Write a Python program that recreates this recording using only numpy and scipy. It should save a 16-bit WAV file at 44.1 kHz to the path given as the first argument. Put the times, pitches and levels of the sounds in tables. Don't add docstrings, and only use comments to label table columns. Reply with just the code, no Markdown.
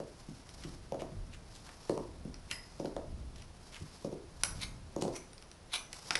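import sys
import numpy as np
from scipy import signal
from scipy.fft import rfft, irfft
from scipy.io import wavfile
from scipy.ndimage import uniform_filter1d

SR = 44100
rng = np.random.default_rng(int(sys.argv[2]) if len(sys.argv) > 2 else 0)


def file_out(sig):
    cols = np.atleast_2d(sig).T
    lim = np.clip(cols, -1, 1)
    pcm = np.round(lim * 32767).astype(np.int16)
    wavfile.write(sys.argv[1], SR, pcm)


N = 272979
TIME = np.arange(N) / SR


def from_db(db):
    return 10 ** (np.asarray(db) / 20)


def rms_one(x):
    return x / np.sqrt(np.mean(x ** 2) + 1e-20)


def at_hz(points, hz, axis=1):
    table = np.array(points)
    return np.interp(np.log(np.maximum(hz, 1)), np.log(table[:, 0]), table[:, axis])


def add(track, s, sound):
    start = max(round(s * SR), 0)
    track[start:start + len(sound)] += sound[:max(N - start, 0)]


def soften(x, hz, order=2):
    return signal.sosfilt(signal.butter(order, min(hz, SR / 2 - 1000), fs=SR, output="sos"), x)


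def ring(modes, ratio=1, scatter_db=0):
    t = TIME[:SR // 2]
    strengths_db = rng.normal(0, 1, len(modes)) * scatter_db
    out = np.zeros(len(t))
    for k, (hz, db, t60) in enumerate(modes):
        decay = from_db(db + strengths_db[k] - 60 * t / t60)
        out += (-1) ** k * decay * np.sin(2 * np.pi * hz * ratio * t)
    return out


def resonate(x, hz, width):
    r = np.exp(-np.pi * width / SR)
    zeros = np.array([1, 0, -1]) * (1 - r * r) / 2
    poles = [1, -2 * r * np.cos(2 * np.pi * hz / SR), r * r]
    return signal.lfilter(zeros, poles, x)


def coloured(x, spectrum):
    bins_hz = np.arange(N // 2 + 1) * SR / N
    return rms_one(irfft(rfft(x) * from_db(at_hz(spectrum, bins_hz)), N))


def slips(per_s, spread_db, size):
    strength = from_db(spread_db * np.minimum(rng.exponential(1, size), 4))
    happens = rng.random(size) < per_s / SR
    return rms_one(happens * strength * rng.choice([-1, 1], size))


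def swell(start, end, rise_s, release_s):
    return np.exp(np.minimum(TIME - start, 0) / rise_s - np.maximum(TIME - end, 0) / release_s)


def hiss(level_db=-56.5):
    # (per Hz, relative)
    hiss_spectrum = [(12, -41), (20, 6), (43, -2), (153, -2.5), (261, -10), (615, -12), (666, -11.5),
                     (2000, -22), (3230, -24.5), (5100, -23.5), (8030, -31.5), (10200, -26), (12000, -46),
                     (15600, -73), (22000, -120)]
    return from_db(level_db) * coloured(rng.standard_normal(N), hiss_spectrum)


def arm_rumble(rise_s=0.16, settle_s=0.32):
    # peak_s, rumble_db
    shifts = [(.15, -60.5), (.64, -51), (1.219, -49.5), (2.198, -48), (3.13, -44.5), (4.55, -43.5)]
    # (per Hz, relative)
    rumble_spectrum = [(12, -39), (20, 1.5), (59, -1), (118, -7), (252, -16), (292, -18), (500, -33),
                       (650, -23.5), (1100, -120)]
    weight = sum(from_db(db) * swell(s, s, rise_s, settle_s) for s, db in shifts)
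    return weight * coloured(rng.standard_normal(N), rumble_spectrum)


def pull_effort(rise_s=0.043, release_s=0.056, growth_db=5.5):
    # end_s, length_s, effort_db (one and a half growths above the pull's starting level)
    pulls = [(0.387, 0.41, -67), (0.711, .22, -59.5), (1.948, 0.43, -59.5), (2.838, 0.39, -64),
             (4.036, 0.39, -60.5), (4.616, 0.2, -56.5), (5.16, 0.17, -60), (6.19, 0.24, -52)]
    effort = np.zeros(N)
    for end, length_s, db in pulls:
        progress = np.clip((TIME - end) / length_s + 1, 0, 1)
        growth = from_db(db + growth_db * (progress - 1.5))
        effort += growth * swell(end - length_s, end, rise_s, release_s)
    return effort


def rubbing(catches_per_s=35, uneven_db=2.5, hold_db=-71):
    # (per Hz, relative)
    rub_spectrum = [(240, -78), (400, -5), (863, -6), (953, -3.5), (1080, -5.5), (1640, -11.5), (3330, -12),
                    (5560, -6), (6790, -14.5), (10600, -14), (12000, -16), (15600, -58), (22000, -120)]
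    effort = pull_effort()
    grip = from_db(uneven_db * rms_one(soften(rng.standard_normal(N), catches_per_s)))
    rub = (from_db(hold_db) + effort) * coloured(slips(per_s=4000, spread_db=1.5, size=N), rub_spectrum)
    grain = rms_one(resonate(slips(per_s=1800, spread_db=2.5, size=N), hz=5000, width=1400))
    return grip * (rub + effort * from_db(-1.5) * grain)


def clack(bright_hz, ratio, crack_db=-13):
    # hz (before the pitch ratio), level_db, t60_s
    plank_modes = [(1607, -15, 0.014), (2117, -8.5, 0.0062), (2810, -3.5, 0.0047), (3290, -7.5, 0.0073),
                   (4030, -12, 0.0095), (4380, -10, 0.011), (5430, 0.5, 0.0044), (6270, -8.5, 0.017),
                   (8520, -1.5, 0.0018), (10000, -7, 0.0073), (11200, -3, 0.0056)]
    decay = from_db(crack_db - 60 * TIME[:SR // 2] / .02)
    crack = rng.standard_normal(SR // 2) * decay
    return soften(ring(plank_modes, ratio, scatter_db=4.5) + crack, bright_hz, order=1)


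def knocks(low_cut_hz=130):
    # start_s, thud_db, contact_brightness_hz, pitch_ratio of the spot
    thuds = [(.001, -27.5, 910, 1.05), (0.286, -33, 392, 0.53), (0.648, -28, 260, 0.61),
             (0.9216, -25, 990, 0.93), (.944, -27.5, 848, 1.11), (1.019, -26.5, 1110, 1.12),
             (1.118, -29.5, 199, 0.8), (1.895, -15, 850, 1.053), (1.9764, -22, 910, 1.03),
             (2.2503, -26, 296, 0.84), (2.7984, -23, 620, 1.03), (2.8467, -24, 600, 0.95),
             (2.965, -28.5, 1820, 1.073), (3.81, -26.5, 157, .58), (4.0463, -20.5, 534, 1.01),
             (4.126, -29.5, 746, 0.81), (4.9628, -22, 920, 1.02), (5.0211, -18.5, 1400, 0.87),
             (5.051, -20.5, 800, 0.88), (5.079, -26.5, 1180, 1.147), (6.1073, -27.5, 3000, 2.18),
             (6.154, -36, 3000, 1.5)]
    # hz (before the pitch ratio), level_db, t60_s
    table_modes = [(209, -12, 0.027), (309.4, -8.5, 0.034), (418.6, -5.5, 0.026), (571, -2.5, .022),
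                   (917, -8.5, 0.014), (1153, -12, 0.013), (1730, -16, 0.0064)]
    # hz, level_db, t60_s
    boom_modes = [(147.7, 5.5, 0.05)]
    out = np.zeros(N)
    for s, thud_db, bright_hz, ratio in thuds:
        boom_db = -29.5 + 0.55 * thud_db - 9 * np.log2(ratio)
        click_db = thud_db - 20 + 6.5 * np.log2(bright_hz / 800)
        add(out, s, from_db(thud_db) * soften(ring(table_modes, ratio, scatter_db=3), bright_hz))
        add(out, s, from_db(boom_db) * soften(ring(boom_modes), bright_hz))
        add(out, s, from_db(click_db) * clack(bright_hz=9750, ratio=1.07))
    return signal.sosfilt(signal.butter(2, low_cut_hz, "high", fs=SR, output="sos"), out)


def clacks(pitch_ratio=0.93, rebound_s=0.0035, rebound_db=-7.5, rebound_hz=2800):
    # start_s, level_db, contact_brightness_hz
    strikes = [(0.491, -42.5, 6000), (.637, -34.5, 3000), (2.3425, -38, 4050), (2.5124, -22.5, 4000),
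               (2.856, -34, 2000), (3.3593, -40.5, 3500), (3.4202, -36.5, 3520), (4.435, -14, 7100),
               (5.023, -32.5, 8900), (5.3321, -45.5, 9000), (5.38, -45, 8900), (5.4243, -45, 9000),
               (5.5147, -44, 9100), (5.9296, -30, 8900), (6.1073, -15.5, 3040), (6.154, -10.5, 3100)]
    out = np.zeros(N)
    for s, db, bright_hz in strikes:
        add(out, s, from_db(db) * clack(bright_hz, pitch_ratio))
        add(out, s + rebound_s, from_db(db + rebound_db) * clack(rebound_hz, pitch_ratio))
    return out


def scuffs(relative_width=0.86):
    # peak_s, half_length_s, level_db, centre_hz
    nudges = [(.636, 0.018, -56.5, 2190), (1.011, 0.018, -53, 2300), (1.336, 0.016, -54, 2350),
              (1.558, 0.015, -55, 4180), (1.695, 0.033, -57, 1200), (3.383, 0.027, -58, 2900),
              (3.753, .02, -47.5, 2200), (4.618, 0.0044, -43, 4080), (5.014, 0.004, -46.5, 4600)]
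    out, t = np.zeros(N), TIME[:SR] - 1 / 2
    for s, half_s, db, hz in nudges:
        friction = slips(per_s=20 / half_s, spread_db=4.0, size=SR)
        grain = rms_one(resonate(friction, hz, relative_width * hz))
        push = np.exp(-(t / half_s) ** 2)
        add(out, s - 1 / 2, from_db(db) * grain * push)
    return out


def bumps():
    # peak_s, half_length_s, level_db, pitch_hz
    pushes = [(1.185, .025, -41, 96), (1.22, .06, -39, 35), (3.165, .035, -42, 68), (3.26, .07, -44, 62),
              (3.825, .018, -41, 93), (4.675, .02, -46, 88)]
    out = np.zeros(N)
    for s, half_s, db, hz in pushes:
        push = np.exp(-((TIME - s) / half_s) ** 2)
        out += from_db(db) * push * np.sin(2 * np.pi * (hz * TIME + rng.random()))
    return out


def stack_ring(hz, t60, level_db=-9):
    cluster = resonate(resonate(rng.standard_normal(SR), hz, 260), hz, 260)
    return rms_one(cluster) * from_db(level_db - 60 * TIME[:SR] / t60)


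def slides(stop_s=0.0046, pitch_width_hz=600):
    # release_s, build_up_s, scrape_db, scrape_pitch_hz,
    # ring_db (first mode, before the stack ring's own level), ring_t60_s (second mode)
    releases = [(2.516, 0.0062, -39.5, 2740, -38, 0.48), (4.635, 0.015, -36.5, 4130, -47, 0.32),
                (5.165, 0.011, -43.5, 5880, -50, 0.47), (5.739, 0.0055, -32.5, 4020, -40, 0.37),
                (5.759, 0.014, -35, 3750, -42.5, 0.45)]
    # first_hz, second_hz, third_hz
    bending_modes = [(1960, 5060, 11000), (2400, 6430, 9900), (2260, 6020, 10100), (2860, 6000, 10200),
                     (2400, 5950, 10100)]
    # hz, width_hz, level_db (of the part removed)
    stack_modes = [(1020, 1020, -10.5), (2120, 260, -4), (6340, 1300, -15.5), (9740, 1950, -12.5)]
    mode_db, t60_share = (0, -1, -5), (0.69, 1, 0.57)
    out, t = np.zeros(N), TIME[:SR] - 1 / 2
    for (s, build_s, scrape_db, pitch_hz, ring_db, t60), bending in zip(releases, bending_modes):
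        envelope = np.exp(np.minimum(t / build_s, -t / stop_s))
        friction = slips(per_s=2000, spread_db=-1.5, size=SR) * envelope
        scrape = resonate(friction, pitch_hz, pitch_width_hz)
        scrape -= sum(from_db(db) * resonate(friction, hz, width) for hz, width, db in stack_modes)
        loudest = np.sqrt(uniform_filter1d(scrape ** 2, size=384).max())
        add(out, s - 1 / 2, from_db(scrape_db) * scrape / loudest)
        for hz, db, share in zip(bending, mode_db, t60_share):
            add(out, s, from_db(ring_db + db) * stack_ring(hz, t60 * share))
    return out


def echoes(x, wall_hz=900):
    # delay_s, level_db
    reflections = [(.0055, -7), (0.0139, -15.5), (.0215, -25), (0.0356, -18)]
    out, dull = np.zeros(N), soften(x, wall_hz, order=1)
    for delay_s, db in reflections:
        add(out, delay_s, from_db(db) * dull)
    return out


def diffuse(response):
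    spectrum = rfft(response)
    power = np.abs(spectrum) ** 2 + 1e-9
    evenness = uniform_filter1d(power, size=401) / uniform_filter1d(power, size=31)
    return irfft(spectrum * np.sqrt(evenness), len(response))


def room(x, early_db=2, early_t60=0.072):
    # hz, reverberation_db against the direct sound, t60_s
    room_bands = [(115, 4, 0.31), (284, 1.5, 0.48), (595, 1, 0.32), (1500, -2.5, 0.43), (3550, -9.5, 0.25),
                  (9500, -3.5, 0.28)]
    t, response = TIME[:SR], np.zeros(SR)
    edges = np.geomspace(60, 14000, 17)
    onset = np.interp(t, [.004, .011, .6, .8], [0, 1, 1, 0])
    for low, high in zip(edges, edges[1:]):
        hz = np.sqrt(low * high)
        band = signal.butter(2, [low, high], "band", fs=SR, output="sos")
        noise = signal.sosfilt(band, rng.standard_normal(SR))
        late = from_db(-60 * t / at_hz(room_bands, hz, axis=2))
        early = from_db(early_db - 60 * t / early_t60)
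        tail = noise * onset * (late + early)
        unit = np.sqrt(2 * (high - low) / SR / np.sum(tail ** 2))
        response += from_db(at_hz(room_bands, hz)) * tail * unit
    return signal.fftconvolve(x, onset * diffuse(response))[:N]


def scene():
    wood = knocks() + clacks() + scuffs() + slides()
    handling = arm_rumble() + rubbing() + bumps()
    return (wood + echoes(wood) + room(wood) + handling + hiss())[None]


def record(dry, cutoff_hz=11400):
    return signal.sosfilt(signal.butter(24, cutoff_hz, fs=SR, output="sos"), dry)


dry = scene()
out = record(dry)
file_out(out)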